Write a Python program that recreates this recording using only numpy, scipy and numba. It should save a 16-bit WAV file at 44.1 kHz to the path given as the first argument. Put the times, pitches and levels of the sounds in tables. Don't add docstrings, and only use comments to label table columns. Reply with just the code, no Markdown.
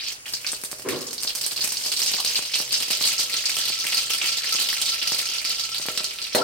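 import sys
import numpy as np
from scipy import signal
from scipy.fft import rfft, irfft, next_fast_len
from scipy.io import wavfile
from scipy.ndimage import uniform_filter1d
from numba import njit

SR = 44100
rng = np.random.default_rng(int(sys.argv[2]) if len(sys.argv) > 2 else 0)


def generate_wav(sig):
    pcm = np.round(np.clip(np.atleast_2d(sig).T, -1, 1) * 32767).astype(np.int16)
    wavfile.write(sys.argv[1], SR, pcm)


N = 283563

# start_s [s], level_db [dB], pitch_hz [Hz], crack_db [dB relative to the blip]
CLEAR_BURSTS = [(0.063, -32.5, 4290, -12), (0.0842, -47, 4330, -24), (0.2567, -17.5, 2460, -21),
                (0.3364, -10, 4760, -8.5), (0.4449, -16.5, 2250, -29), (0.4656, -12, 4600, -20),
                (0.4882, -17, 5800, -14), (0.5186, -12.5, 8440, -21), (0.637, -16, 10000, -2.5),
                (0.7148, -25.5, 9310, 5.5), (0.8873, -15, 2200, 0.5), (1.0077, -19, 5360, -13),
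                (1.068, -17, 5300, -19), (1.108, -20, 5600, -11), (1.1309, -23, 5600, 5.5),
                (1.1806, -17, 4270, -12), (1.2047, -19, 5700, -8), (1.2333, -14, 5000, 1),
                (1.273, -7.5, 4450, -31), (1.3551, -17, 5650, 0), (1.4115, -13, 5000, -6),
                (1.4385, -12.5, 4650, -8), (1.4635, -15, 8900, 2), (1.511, -16.5, 4420, -22),
                (1.5622, -12, 3980, -27), (1.608, -11, 4440, -20), (1.6205, -11.5, 4400, -17),
                (1.6916, -15, 5540, -15), (1.721, -16, 4830, -21), (1.7699, -11.5, 4630, -14),
                (1.8367, -13, 4640, -19), (1.862, -11, 4670, -6), (1.918, -10, 4480, -13),
                (1.9649, -13, 4060, -19), (1.9928, -14, 4630, -3), (2.0184, -9.5, 5070, -6),
                (2.062, -10.5, 4700, -19), (2.078, -10, 5250, -21), (2.136, -8, 4430, -16),
                (2.165, -15.5, 4640, -19), (2.183, -14, 4560, -23), (2.248, -9.5, 4200, -2.5),
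                (2.2948, -13.5, 4880, -7), (2.319, -22, 4100, -30), (2.3558, -6.5, 4400, -23),
                (2.4513, -16, 4310, -30), (2.518, -20, 4900, -28), (2.537, -5.5, 3970, -21),
                (2.574, -20, 4400, -23), (2.59, -14.5, 4950, -9), (2.615, -21, 5350, 4.5),
                (2.7077, -13.5, 4430, -22), (2.7272, -8, 4490, -12), (2.7417, -8, 4650, -19),
                (2.806, -17, 3100, -19), (2.8247, -15.5, 4600, -7), (2.883, -20, 4990, -4),
                (2.9035, -9.5, 4670, -7), (2.9275, -8, 3880, -17), (3.009, -11, 4400, -20),
                (3.039, -5.5, 4380, -35), (3.0735, -6.5, 4510, -17), (3.1176, -15, 6210, -12),
                (3.1804, -12, 4960, -29), (3.1921, -9.5, 4500, -11), (3.2963, -19.5, 4470, -29),
                (3.333, -9.5, 4360, -27), (3.3662, -9, 5460, -19), (3.3857, -19, 4520, -10),
                (3.4554, -6, 4600, -18), (3.5024, -13, 4170, -17), (3.5496, -30, 4540, -27),
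                (3.5683, -13, 2980, -0.5), (3.6022, -11.5, 4260, -18), (3.636, -14.5, 4470, -13),
                (3.683, -13, 4360, -5), (3.721, -12.5, 4360, -18), (3.7893, -13, 5010, -9),
                (3.8072, -13.5, 4130, -17), (3.8513, -20, 2900, -3), (3.8681, -16, 4260, -4),
                (3.899, -19, 3780, -17), (3.92, -13, 4470, -14), (3.9436, -14, 4460, -6),
                (3.9716, -5, 4730, -15), (4.097, -12.5, 3050, -8), (4.1157, -15, 4930, -29),
                (4.1305, -14, 4300, -22), (4.196, -23, 4300, -29), (4.214, -1, 3000, -24),
                (4.268, -16.5, 5290, -19), (4.3196, -10.5, 4430, -11), (4.3705, -16, 5080, -20),
                (4.434, -17, 4330, -22), (4.4578, -13, 4490, -13), (4.4709, -13, 2960, -20),
                (4.5027, -23, 4430, -25), (4.5248, -9.5, 4400, -6), (4.585, -10.5, 2760, -26),
                (4.6532, -17, 4130, -15), (4.6866, -9.5, 4220, -16), (4.7145, -36, 4500, -7),
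                (4.7696, -15, 2880, -21), (4.816, -11, 4080, 2), (4.8574, -12.5, 4290, -5),
                (4.8924, -10, 4620, -14), (4.9208, -10, 4200, -27), (5.016, -9, 3100, -30),
                (5.0729, -9.5, 4800, -25), (5.1208, -10, 5170, -9), (5.1854, -21.5, 4600, 8),
                (5.2151, -16.5, 4460, -2), (5.256, -13.5, 4540, -10), (5.2904, -19, 2890, -24),
                (5.3154, -12.5, 3200, -12), (5.3464, -17.5, 2880, -8), (5.4445, -13.5, 4230, -19),
                (5.4717, -14, 4800, -17), (5.5032, -11, 4200, -16), (5.556, -18, 4300, -28),
                (5.5958, -14, 4430, -19), (5.6368, -14, 4560, -18), (5.7176, -17.5, 5240, -14),
                (5.745, -12, 3780, -7), (5.8158, -17, 4290, -13), (5.864, -20, 4700, 0),
                (5.885, -16.5, 3000, -5.5), (5.9158, -24, 2980, 4.5), (5.9618, -23, 4280, -24),
                (5.9744, -9, 3900, -12), (6.0432, -11, 4260, -5), (6.096, -21.5, 4530, -25),
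                (6.1854, -18.5, 3840, -36), (6.2164, -13.5, 4230, -22), (6.3237, -19.5, 3060, -20)]
# time_s [s], level_db [dB], treble_db [dB relative to body]
SWARM_LEVEL = [(0.0, -20.5, -14), (0.25, -44.5, 6.5), (0.5, -40, 1.5), (0.75, -52, 14.5), (0.93, -33.5, -3),
               (1.12, -55, 14), (1.43, -40, 8), (2.17, -29.5, -1.5), (2.99, -29.5, -2), (4.06, -27.5, -5.5),
               (4.75, -28, -4.5), (5.5, -31.5, -6), (6.2, -36.5, -3), (6.43, -29, -16)]
# start_s [s], level_db [dB]
LADLE_TOUCHES = [(6.349, -21.5), (6.353, -35), (6.357, -42), (6.366, -36)]
# freq_hz [Hz], gain_db [dB]
BOWL_COLOUR = [(100, -5), (1000, -3), (2000, -4.5), (3000, 0.5), (3600, -2.5), (4500, 4.5), (5500, 4),
               (7000, 1.5), (8800, 7), (10200, -1.5), (13000, 2), (16000, -2.5)]

BIGGEST_DB = -7
RIGHT_LAG = 2
SIDES = np.array([[1], [-1]])


def undb(db):
    return 10 ** (np.asarray(db) / 20)


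def curve(table):
    s, *columns = np.transpose(table)
    return [np.interp(np.arange(N) / SR, s, c) for c in columns]


def unit(x):
    return x / np.sqrt(np.mean(x ** 2))


def colour(x, points):
    hz, db = np.transpose(points)
    n = next_fast_len(x.shape[-1] + SR // 4)
    f = np.maximum(np.arange(n // 2 + 1) * SR / n, 1)
    gain = undb(np.interp(np.log(f), np.log(hz), db))
    return irfft(rfft(x, n) * gain, n)[..., :x.shape[-1]]


def butter(x, order, hz, kind):
    return signal.sosfilt(signal.butter(order, hz, kind, fs=SR, output="sos"), x)


def ring(x, hz, t60):
    p = np.exp(2j * np.pi * hz / SR - np.log(1000) / (t60 * SR))
    return signal.lfilter([1], [1, -p], x).imag


def hiss(hz, width_hz):
    return unit(ring(rng.standard_normal(N), hz, np.log(1000) / (np.pi * width_hz)))


def logit_scatter(u):
    return np.log((u + .02) / (1.02 - u)) / 2


def fading(at, db, tau_s):
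    x = np.zeros(N)
    np.add.at(x, (np.asarray(at) * SR).astype(int), undb(2 * np.asarray(db)))
    return signal.lfilter([1], [1, -np.exp(-1 / (tau_s * SR))], x)


def pushes(table, width_s):
    x = np.zeros(N)
    at, db = np.transpose(table)
    np.add.at(x, (at * SR).astype(int), undb(db))
    t = np.arange(SR // 100) / (SR * width_s)
    return np.convolve(x, t * np.exp(1 - t))[:N]


@njit
def grains(at, hz, cycles, rise, lag, left, right, n, sr):
    out = np.zeros((2, n + 16))
    for k in range(len(at)):
        i = int(at[k] * sr)
        w, a, shut, phase = 2 * np.pi * hz[k] / sr, 1., 1., 0.
        fade = np.exp(-hz[k] / (cycles[k] * sr))
        opening = np.exp(-hz[k] / (rise * sr))
        while a > .003 and 4 <= i < n:
            v = (a - shut) * np.sin(phase)
            out[0, i] += left[k] * v
            out[1, i + lag[k]] += right[k] * v
            phase += w
            w = min(w * 1.001, 2.7)
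            a *= fade
            shut *= opening
            i += 1
    return out[:, :n]


def bubbles(at, hz, db, place, cycles, rise):
    pan_db = -1.5 + 8 * (place - .5)
    lag = np.round(RIGHT_LAG + 5 * (place - .5)).astype(np.int64)
    hz = np.clip(hz, 100, .42 * SR)
    left, right = undb(db + pan_db / 2), undb(db - pan_db / 2)
    return grains(at, hz, cycles + 0 * at, max(rise, .01), lag, left, right, N, 1. * SR)


def stirring():
    stir_s, stir_power = 0.026, 0.2
    at, db = np.transpose(CLEAR_BURSTS)[:2]
    recent = fading(at, np.minimum(db, BIGGEST_DB), stir_s) + 1e-6
    return (recent / uniform_filter1d(recent, SR // 2)) ** stir_power


def bursts():
    follows_s, follower_db = .025, -8
    lesser_per_s, lesser_db, lesser_spread_db = 11, 10.5, 4
    lesser_hz, lesser_octaves = 4020, 0.32

    def crack_db(chance):
        return -13 + 4 * logit_scatter(chance)

    at, db, hz, _ = np.transpose(CLEAR_BURSTS)
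    late, size, tune, crack = rng.random((len(at), 4)).T
    follower = [at + follows_s * (.4 + late),
                np.minimum(db, BIGGEST_DB) + follower_db + 3.3 * logit_scatter(size),
                np.minimum(hz, lesser_hz) * 2 ** (0.18 * logit_scatter(tune)),
                crack_db(crack)]

    when, size, tune, crack = rng.random((int(lesser_per_s * N / SR), 4)).T
    i = (when * (N - 1)).astype(int)
    db = curve(SWARM_LEVEL)[0][i] + 20 * np.log10(stirring()[i])
    db = db + lesser_db - lesser_spread_db * np.log(size + 0.066)
    lesser = [i / SR, db, lesser_hz * 2 ** (lesser_octaves * logit_scatter(tune)), crack_db(crack)]
    return np.hstack([np.transpose(CLEAR_BURSTS), follower, lesser])


def spits():
    bounce_s = .0013
    at, db, hz, crack_db = bursts()
    db = np.minimum(db, BIGGEST_DB)
    crack_db = db + crack_db
    chance = rng.random((len(at), 21))
    place = chance[:, 0]
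    out = bubbles(at, hz, db + 8, place, cycles=1.27 + 0.51 * chance[:, 1], rise=0.88)
    crack_hz = 7000 + 5000 * chance[:, 2]
    out += bubbles(at, crack_hz, crack_db + 17.5, place, cycles=0.22, rise=0.035)
    bounce_hz = 8000 + 5000 * chance[:, 3]
    out += bubbles(at + bounce_s, bounce_hz, crack_db + 3.0, chance[:, 4], cycles=1.0, rise=.03)
    for k in range(4):
        late, size, tune, place = chance[:, 5 + 4 * k:9 + 4 * k].T
        lands = at + bounce_s + 0.014 * late ** 2
        drop_hz = hz * 2 ** (0.98 * (tune - .5))
        out += bubbles(lands, drop_hz, db + 0.5 - 5 * size, place, cycles=1.27, rise=0.23)
    return out


def sizzle():
    bubbles_per_s, spread_db = 900, 3.5
    usual_hz, spread_octaves = 3910, 0.48
    db, treble_db = curve(SWARM_LEVEL)
    chance = rng.random((int(bubbles_per_s * N / SR), 6))
    at, place = chance[:, 0] * (N - 1) / SR, chance[:, 4]
    size_db = -spread_db * np.log(chance[:, 1] + 0.0087)
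    octave = spread_octaves * 2.565 * (chance[:, 2] + chance[:, 3] - 1)
    body = bubbles(at, usual_hz * 2 ** octave, size_db, place, cycles=1.5, rise=0.99)
    crack_hz = 7500 + 7000 * chance[:, 5]
    cracks = bubbles(at, crack_hz, 1.92 * size_db, place, cycles=0.21, rise=0.049)
    return stirring() * undb(db - 3.5) * (unit(body) + undb(treble_db) * unit(cracks))


def gurgle():
    # start_s [s], level_db [dB], pitch_hz [Hz]
    slow_bubbles = [(2.186, -20, 1010), (2.2, -20, 940), (2.245, -32, 424)]
    at, db, hz = np.transpose(slow_bubbles)
    return bubbles(at, hz, db, .5 + 0 * at, cycles=1.9, rise=0.24)


def husk_pops():
    # start_s [s], level_db [dB]
    splits = [(0.3369, -28), (0.5326, -21), (0.6374, -24), (0.7293, -22.5), (0.7957, -30.5), (1.2493, -24),
              (1.5237, -29.5), (1.5926, -27), (1.8621, -26), (2.044, -31), (2.1424, -21.5), (2.3914, -20),
              (2.6023, -20), (2.8119, -27), (2.8832, -31.5), (2.9051, -20), (3.0111, -20), (3.1934, -26.5),
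              (3.5699, -26), (3.7017, -24), (3.8524, -26), (4.2373, -31), (4.5497, -22), (5.1198, -18),
              (5.7984, -25), (5.8567, -25), (5.8854, -14), (5.9762, -25), (6.0048, -23)]
    return undb(6.0) * pushes(splits, width_s=.000055)


def pan_wall(blows):
    # freq_hz [Hz], gain_db [dB], t60_s [s to fall 60 dB]
    modes = [(240.7, -22, 0.46), (357, -68, 0.58), (394.4, -11.5, 1), (498, -9, 0.99), (609, -2.5, 0.17),
             (619, -7.5, 0.81), (884, -9.5, 0.2), (990, -24, 0.29), (1390, -38, 0.26), (1950, -3, 0.059),
             (3000, -13, 0.098), (3670, -2, 0.099), (4220, 7.5, 0.071), (5670, -3, .04), (7400, 2, .04)]
    side_db = 4.0 * rng.standard_normal(len(modes))
    return sum(undb(db + s * SIDES / 2) * ring(blows, hz, t60) for (hz, db, t60), s in zip(modes, side_db))


def clatter(tau_s, db):
    power = fading(*np.transpose(LADLE_TOUCHES), tau_s)
    return np.sqrt(power) * rng.standard_normal((2, N)) * undb(db)


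def pan_metal(boiling):
    shaking = butter(boiling, 2, 900, "low")
    ladle = pushes(LADLE_TOUCHES, width_s=.00005)
    scrape = colour(clatter(tau_s=0.0062, db=0.0), BOWL_COLOUR)
    rattle = butter(clatter(tau_s=0.035, db=13.5), 2, [280, 900], "band")
    knock = ladle * undb(15)
    return pan_wall(ladle * undb(-11.5) + shaking * undb(-46.5)) + knock + scrape + rattle


def smear(x):
    size, hop = 192, 48
    frames = dict(fs=SR, nperseg=size, noverlap=size - hop)
    hz, _, z = signal.stft(x, **frames)
    power = 0
    for t60, db in (0.04, -7.5), (0.16, -3.5):
        keep = np.exp(-2 * np.log(1000) * hop / (t60 * SR))
        power = power + undb(2 * db) * signal.lfilter([0, 0, 1 - keep], [1, -keep], np.abs(z) ** 2)
    mid, side = signal.stft(rng.standard_normal((2, N)), **frames)[2]
    alike = .95 * np.exp(-hz / 900)[:, None]
    ears = np.array([np.sqrt(1 + alike) * mid + s * np.sqrt(1 - alike) * side for s in (1, -1)])
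    echo = ears / np.sqrt(np.mean(np.abs(ears) ** 2)) * np.sqrt(power)
    return signal.istft(echo, **frames)[1][:, :N]


def bump():
    # freq_hz [Hz], width_hz [Hz], level_db [dB]
    resonances = [(126, 22, -35), (222, 23, -7), (259, 9.3, 6), (310, 57, 4), (373, 50, 9.5), (438, 36, 5),
                  (493, 34, 9), (680, 100, -7.5), (1125, 200, 3), (1840, 1500, 2.5)]
    start_s, rise_s, hold_s, t60_s, level_db = 0.835, 0.028, 0.079, 0.61, -29
    mid, side = (unit(sum(undb(db) * hiss(hz, w) for hz, w, db in resonances)) for _ in range(2))
    t = np.arange(N) / SR - start_s
    fade = undb(-60 * np.maximum(t - rise_s - hold_s, 0) / t60_s)
    shape = np.clip(t / rise_s, 0, 1) ** 2 * fade
    thud = shape * undb(level_db) * (mid + undb(-7.0) * side * SIDES)
    return butter(thud, 4, 105, "high")


def whistle():
    # time_s [s], level_db [dB]
    loudness = [(2.6, -60), (3.15, -44), (3.3, -44.5), (3.9, -46), (4.1, -39.5), (4.9, -42), (5.5, -42.5),
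                (6.1, -44), (6.39, -50), (6.42, -16)]
    pitch_hz, width_hz = 1338, 34
    bed_db, flutter_s = -11.5, 0.008
    flutters_per_s, flutter_spread_db = 22, 4
    onset_s = loudness[0][0]
    t = np.arange(N) / SR
    mid, side = hiss(pitch_hz, width_hz), hiss(pitch_hz, width_hz)
    out = undb(bed_db) * (mid + undb(2.0) * side * SIDES)
    slots = np.arange(onset_s, N / SR, 1 / flutters_per_s)
    for slot, (late, size, tune, left, right) in zip(slots, rng.standard_normal((N // 1000, 5))):
        at = slot + 0.22 * late / flutters_per_s
        near = slice(int((at - .06) * SR), int((at + .06) * SR))
        turn = 2 * np.pi * (pitch_hz + width_hz / 3 * tune) * t[near]
        envelope = undb(flutter_spread_db * size) * np.exp(-.5 * ((t[near] - at) / flutter_s) ** 2)
        out[:, near] += envelope * np.sin(turn + 0.17 * np.array([[left], [right]]))
    return (t > onset_s) * undb(curve(loudness)[0]) * stirring() * out


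def air():
    # freq_hz [Hz], gain_db [dB]
    air_colour = [(15, -33), (25, 11), (80, 11.5), (130, 1), (180, 4), (476, 8), (887, 4.5), (2840, 6),
                  (3520, -17.5), (4610, 6), (10100, 5), (13600, -34.5), (16000, 7.5)]
    mid, side = colour(rng.standard_normal((2, N)), air_colour)
    side = colour(side, [(30, -7), (300, -11), (1500, 6.5), (16000, 5.5)])
    hum = undb(-63) * hiss(126.2, width_hz=5.4)
    return undb(-41) * unit(mid + side * SIDES) + hum


def scene():
    # freq_hz [Hz], gain_db [dB]
    echo_colour = [(150, -8.5), (1000, 1), (2500, 2.5), (5000, 4), (9000, 5), (15000, 2.5)]
    husk = husk_pops()
    husks = np.array([husk, np.roll(husk, RIGHT_LAG)])
    oil = colour(spits() + sizzle() + gurgle(), BOWL_COLOUR)
    metal = pan_metal(oil[0] + husk)
    echoes = smear(colour(oil + undb(-5) * husks + metal, echo_colour))
    near = butter(oil + husks + metal + echoes, 3, 150, "high")
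    return near + bump() + whistle() + air()


def record(dry):
    top_hz = 15850
    return signal.sosfilt(signal.ellip(12, .2, 90, top_hz, fs=SR, output="sos"), np.tanh(dry))


dry = scene()
out = record(dry)
generate_wav(out)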